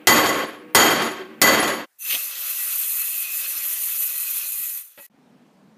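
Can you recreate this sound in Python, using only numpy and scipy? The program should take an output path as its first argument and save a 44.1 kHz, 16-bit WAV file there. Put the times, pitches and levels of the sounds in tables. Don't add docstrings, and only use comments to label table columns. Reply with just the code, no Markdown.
import sys
import numpy as np
from scipy import signal
from scipy.fft import rfft, irfft, next_fast_len
from scipy.io import wavfile
from scipy.ndimage import uniform_filter1d, map_coordinates

SR = 44100
rng = np.random.default_rng(int(sys.argv[2]) if len(sys.argv) > 2 else 0)


def transcribe(signal):
    frames = np.atleast_2d(signal).T
    limited = np.clip(frames, -1, 1)
    pcm = np.round(limited * 32767).astype(np.int16)
    wavfile.write(sys.argv[1], SR, pcm)


N = 254501
TIME_S = np.arange(N) / SR

# hz [Hz], level_db [dB per Hz]
FIZZ_SPECTRUM = [(2650, -54), (4500, -33), (5520, -46), (6640, -9), (8190, -12), (9120, -5), (12000, -6.5),
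                 (14000, -0.5), (15300, -8.5)]

FORGE_END_S, JAR_END_S, OUTDOORS_START_S = 1.858, 5.0645, 5.098
PLUNGE_S = 1.978


def amp(db):
    return 10 ** (np.asarray(db) / 20)


def unit(x):
    return x / np.sqrt(np.mean(np.abs(x) ** 2) + 1e-20)


def along(points, hz):
    point_hz, value = np.transpose(points)
    return np.interp(np.log(hz + 1), np.log(point_hz + 1), value)


def curves(rows):
    point_s, *columns = np.transpose(rows)
    return [np.interp(TIME_S, point_s, column) for column in columns]


def wobble(rate, size=N):
    knots = rng.standard_normal(size // 64)
    return map_coordinates(knots, [np.arange(size) * min(rate, 600) / SR])


def wavering(hz, rate, size=N, clear=0):
    turns = np.cumsum(np.broadcast_to(hz, size)) / SR
    wander = clear + wobble(rate, size) + 1j * wobble(rate, size)
    return np.real(wander * np.exp(2j * np.pi * turns))


def filtered(x, response):
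    size = next_fast_len(N + SR // 2)
    spectrum = rfft(x, size) * response(np.fft.rfftfreq(size, 1 / SR))
    return irfft(spectrum, size)[..., :N]


def band(centre_hz, width_hz):
    return lambda hz: (1j * hz * width_hz / (centre_hz ** 2 - hz * hz + 1j * hz * width_hz)) ** 2


def patchy(patchy_db):
    cells = signal.stft(rng.standard_normal(N), nperseg=512)[2]
    field = uniform_filter1d(rng.standard_normal(cells.shape), size=8, axis=1)
    field = uniform_filter1d(field, size=6, axis=0)
    return signal.istft(cells * amp(patchy_db * unit(field)), nperseg=512)[1][:N]


def steady(spectrum, patchy_db):
    return unit(filtered(patchy(patchy_db), lambda hz: amp(along(spectrum, hz))))


def add(track, start_s, sound):
    i = round(start_s * SR)
    part = sound[max(-i, 0):N - i]
    track[max(i, 0):][:len(part)] += part


def fade(start_s, length_s):
    return np.clip((TIME_S - start_s) / length_s, 0, 1) ** 2


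def blow_noise(level_db, size):
    # hz [Hz], level_db [dB per Hz]
    clank = [(24, -54.5), (40, -43), (293, 9), (340, -2), (1990, -5), (2250, -10), (5940, -19), (6730, -17),
             (9300, -20), (12500, -14.5), (15300, -37.5)]
    # hz [Hz], t60_s [s]
    garage_echo = [(60, 0.3), (250, 0.66), (1000, 0.58), (3000, 0.63), (8000, 0.45), (14000, 0.39)]
    full_tilt_db = -1.27
    dulling = .12
    hz, frame_s, cells = signal.stft(rng.standard_normal(size), SR, nperseg=256)
    hz = hz[:, None]
    wash = unit(amp(along(clank, hz))) * amp(-60 * frame_s / along(garage_echo, hz))
    tilt_db = full_tilt_db + dulling * min(level_db, 0)
    octaves = np.log2(np.maximum(hz, 800) / 3000)
    strike = amp(11 + tilt_db * octaves - 60 * frame_s / 0.096)
    return signal.istft(cells * np.hypot(wash, strike), SR, nperseg=256)[1][:size]


def metal_ring(metal_modes, size):
    t = np.arange(size) / SR
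    clear = 1.2 * np.exp(-t / .08)
    ring = np.zeros(size)
    for hz, level_db, t60_s, rate in metal_modes:
        spread_db = rng.normal(0, 1.5)
        decay = amp(level_db + spread_db - 60 * t / t60_s)
        ring += decay * wavering(hz, rate, size, clear)
    return ring


def hammer():
    # start_s [s], plate_db [dB], piece_db [dB]
    blows = [(-.6, 8.5, 3), (0.0714, 4.5, 0.5), (.26, -22.5, -7), (.292, -25.5, -12), (0.467, -56, -27),
             (0.7485, 6, -6.5), (.907, -26, -6.5), (1.021, -28.5, -16), (1.089, -50.5, -33),
             (1.4163, 4.5, -8), (1.599, -44.5, 3), (1.628, -23.5, -15), (1.677, -28.5, -13)]
    # hz [Hz], level_db [dB], t60_s [s], unsteadiness [per s]
    plate_modes = [(226.8, -15, 0.61, 33), (306, -14.5, 0.77, 38), (380, -21.5, 0.94, 40),
                   (539.5, -17, 0.68, 41), (758, -28, 0.65, 40), (882, -18.5, 0.43, 52),
                   (1100, -14.5, 0.68, 65), (1240, -15, 0.58, 98), (1580, -24, 0.83, 47),
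                   (2002, -2, 0.4, 55), (3190, -11, 0.53, 85), (4538, -12, 0.5, 180), (6780, -6, 0.38, 550),
                   (12280, -14, 0.46, 30), ]
    # hz [Hz], level_db [dB], t60_s [s], unsteadiness [per s]
    piece_modes = [(10140, -24, 0.42, 29)]
    out, size = np.zeros(N), SR * 3 // 2
    for start_s, plate_db, piece_db in blows:
        noise = blow_noise(plate_db, size)
        rattle = amp(.9 * wobble(16, size) + 1.8 * wobble(45, size))
        plate = amp(plate_db) * rattle * (noise + metal_ring(plate_modes, size))
        piece = amp(piece_db) * metal_ring(piece_modes, size)
        add(out, start_s, plate + piece)
    return out


def garage_air():
    # hz [Hz], level_db [dB per Hz]
    rumble = [(60, -24), (200, 9.5), (450, 0), (1000, -11), (2500, -10), (5000, -39.5), (15300, -34)]
    # hz [Hz], level_db [dB]
    hum_tones = [(228, -58), (312, -51.5), (485, -55.5)]
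    hum = sum(amp(level_db) * wavering(hz, 7.2, clear=1.2) for hz, level_db in hum_tones)
    return amp(-47.5) * steady(rumble, patchy_db=1.5) + hum


def overload(x, knee_db=-22, slope=0.56):
    power = np.abs(uniform_filter1d(x ** 2, size=800, origin=300))
    level_db = 10 * np.log10(power + 1e-12)
    squeezed = x * amp(-np.maximum(level_db - knee_db, 0) * slope)
    return squeezed / (1 + np.abs(squeezed / .52) ** 4) ** (1 / 4)


def stillness():
    # hz [Hz], level_db [dB per Hz]
    hush = [(35, -30.5), (60, -19), (349, -11.5), (1940, -5), (2950, -13.5), (12700, -8.5), (15300, -6.5)]
    return amp(-66) * steady(hush, patchy_db=1.5) * (1 - fade(OUTDOORS_START_S - .02, .012))


def jar(hz):
    # centre_hz [Hz], width_hz [Hz], gain_db [dB]
    jar_bands = [(537, 15, 9.5), (1935, 11, 17), (2616, 24, 10.5), (4180, 68, 9.5), (6090, 220, 10),
                 (11950, 1200, 9.5)]
    return amp(sum(gain_db / (1 + (2 * (hz - centre_hz) / width_hz) ** 2)
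                   for centre_hz, width_hz, gain_db in jar_bands))


def fizz_colour(hz):
    return jar(hz) * amp(along(FIZZ_SPECTRUM, hz))


def jar_song():
    # time_s [s], level_db [dB]
    singing = [(2.0, 3), (2.2, -7), (2.55, -13.5), (3.3, 1.5), (3.7, -13.5), (4.1, -4.5), (4.35, -8),
               (4.6, -6), (4.85, -11.5)]
    # hz [Hz], unsteadiness [per s]
    high_tones = [(6130, 63), (13300, 100)]
    low_hz, sag_hz_per_s = 2630, 40
    high_db, high_fade_db_per_s, high_rest_db = 11, 89, -27
    since_s = np.maximum(TIME_S - PLUNGE_S, 0)
    pitch_hz = low_hz - sag_hz_per_s * since_s + 18 * wobble(9)
    low = amp(curves(singing)[0]) * wavering(pitch_hz, 220)
    sinking_db = np.maximum(high_db - high_fade_db_per_s * since_s, high_rest_db)
    high = amp(sinking_db) * sum(wavering(hz, rate) for hz, rate in high_tones)
    return low + high


def quench():
    # time_s [s], fizz_db [dB], boil_db [dB]
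    quench_levels = [(1.97, -57, -77), (2.01, -36, -56.5), (2.05, -29.5, -41.5), (2.1, -25, -34.5),
                     (2.19, -26, -35.5), (2.36, -32.5, -38), (2.5, -26.5, -37), (2.7, -24, -37),
                     (3.15, -24, -39), (3.29, -30.5, -38), (3.37, -22.5, -37.5), (3.43, -27, -37),
                     (3.75, -24.5, -40), (4.3, -25, -38.5), (4.38, -25.5, -39.5), (4.72, -27.5, -45.5),
                     (4.79, -31, -45.5), (4.84, -42, -57.5), (4.955, -56, -63), (4.982, -46.5, -62),
                     (5.07, -44.5, -56)]
    # hz [Hz], level_db [dB per Hz]
    boil_spectrum = [(35, -79), (60, -40), (337, -22.5), (550, -17.5), (933, -18), (1140, -8), (1820, -9),
                     (2590, -3.5), (3210, -4), (6500, -9), (8450, -13), (14300, -120)]
    fizz_db, boil_db = curves(quench_levels)
    fizz_surge_db = 0.23 * wobble(7.2) + 0.95 * wobble(25.14) + 0.87 * wobble(120)
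    boil_surge_db = 1.1 * wobble(40)
    bursts = (rng.random(N) < 400 / SR) * 2.3 * rng.standard_normal(N)
    fizz = unit(filtered(patchy(patchy_db=2.0) + bursts, fizz_colour))
    boil = unit(filtered(patchy(patchy_db=1.5), lambda hz: jar(hz) * amp(along(boil_spectrum, hz))))
    surface = amp(fizz_db + fizz_surge_db) * fizz
    under_water = amp(boil_db + boil_surge_db) * (boil + jar_song())
    return (surface + under_water) * fade(PLUNGE_S, 0.012)


def sputter():
    # start_s [s], level_db [dB]
    spits = [(2.058, -22), (2.068, -27.5), (2.098, -15), (2.104, -9), (2.109, -8.5), (2.124, -7),
             (2.134, -25.5), (2.138, -9), (2.147, -7.5), (2.158, -16), (2.166, -36)]
    puffs, t = np.zeros(N), np.arange(SR // 8) / SR
    for start_s, level_db in spits:
        envelope = amp(level_db - 60 * t / 0.058) * (1 - np.exp(-t / 0.0015))
        add(puffs, start_s, envelope * rng.standard_normal(len(t)))
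    spray = amp(-5.5) * filtered(puffs, fizz_colour)
    return filtered(puffs, band(2870, 1720)) + spray


def slosh():
    # centre_s [s], level_db [dB], pitch_hz [Hz]
    gulps = [(2.138, -38, 450), (2.155, -24.5, 470), (2.173, -42, 450), (3.569, -38, 200),
             (4.018, -62, 230), (4.368, -39, 149.4), (4.609, -39, 180)]
    out, t = np.zeros(N), np.arange(SR // 8) / SR
    hz = np.fft.rfftfreq(len(t), 1 / SR)
    for centre_s, level_db, pitch_hz in gulps:
        swell = np.sin(np.pi * np.clip(t / 0.066, 0, 1)) ** 2 * rng.standard_normal(len(t))
        gulp = irfft(rfft(swell) * band(pitch_hz, 1.6 * pitch_hz)(hz), len(t))
        add(out, centre_s - .035, amp(level_db) * gulp)
    return out


def taps():
    # start_s [s], level_db [dB]
    touches = [(4.9759, -38.5), (4.984, -36.5), (5.022, -48.5)]
    # hz [Hz], relative level_db [dB], t60_s [s]
    glass_modes = [(557, -4.5, 0.12), (880, -4.5, .08), (1660, -20, 0.63), (1927, -6.5, 0.73),
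                   (2580, -8, 0.19), (11900, -14, .15)]
    out, t = np.zeros(N), np.arange(SR // 3) / SR
    for start_s, tap_db in touches:
        ring = sum(amp(level_db - 7.5 - 60 * t / t60_s) * wavering(hz, 40, len(t), clear=1.05)
                   for hz, level_db, t60_s in glass_modes)
        ring = ring * (1 - np.exp(-t / 0.002))
        knock = uniform_filter1d(rng.standard_normal(len(t)), size=7)
        add(out, start_s, amp(tap_db) * (ring + amp(-60 * t / 0.12) * knock))
    return out


def far_traffic():
    # hz [Hz], level_db [dB per Hz]
    traffic = [(30, -49.5), (120, -21.5), (185, -3.5), (250, -5.5), (320, -15), (600, -17.5), (1000, -20.5),
               (1200, -24.5), (3000, -33), (8000, -42.5), (15300, -49)]
    level_db, rise_db, rise_s = -55, 7.5, 0.048
    since_s = np.maximum(TIME_S - OUTDOORS_START_S, 0)
    swell_db = -rise_db * np.exp(-since_s / rise_s)
    return amp(level_db + swell_db) * steady(traffic, patchy_db=1.3) * fade(OUTDOORS_START_S - .002, .004)


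def microphone(x):
    return filtered(x, lambda hz: (1j * hz / (95 + 1j * hz)) ** 2)


def scene():
    forge = overload(microphone(hammer() + garage_air()))
    forge = forge * (1 - fade(FORGE_END_S - .03, 0.037)) ** 2
    water = microphone(quench() + sputter() + slosh() + taps())
    water = water * (1 - fade(JAR_END_S, .001))
    return (forge + water + stillness() + far_traffic())[None]


def record(dry):
    top_hz = 15350

    def band_limit(hz):
        slope_db = -70 * np.clip((hz - top_hz) / 300, 0, 1)
        return amp(slope_db - 60 * (hz > 16300))

    return filtered(dry, band_limit)


dry = scene()
out = record(dry)
transcribe(out)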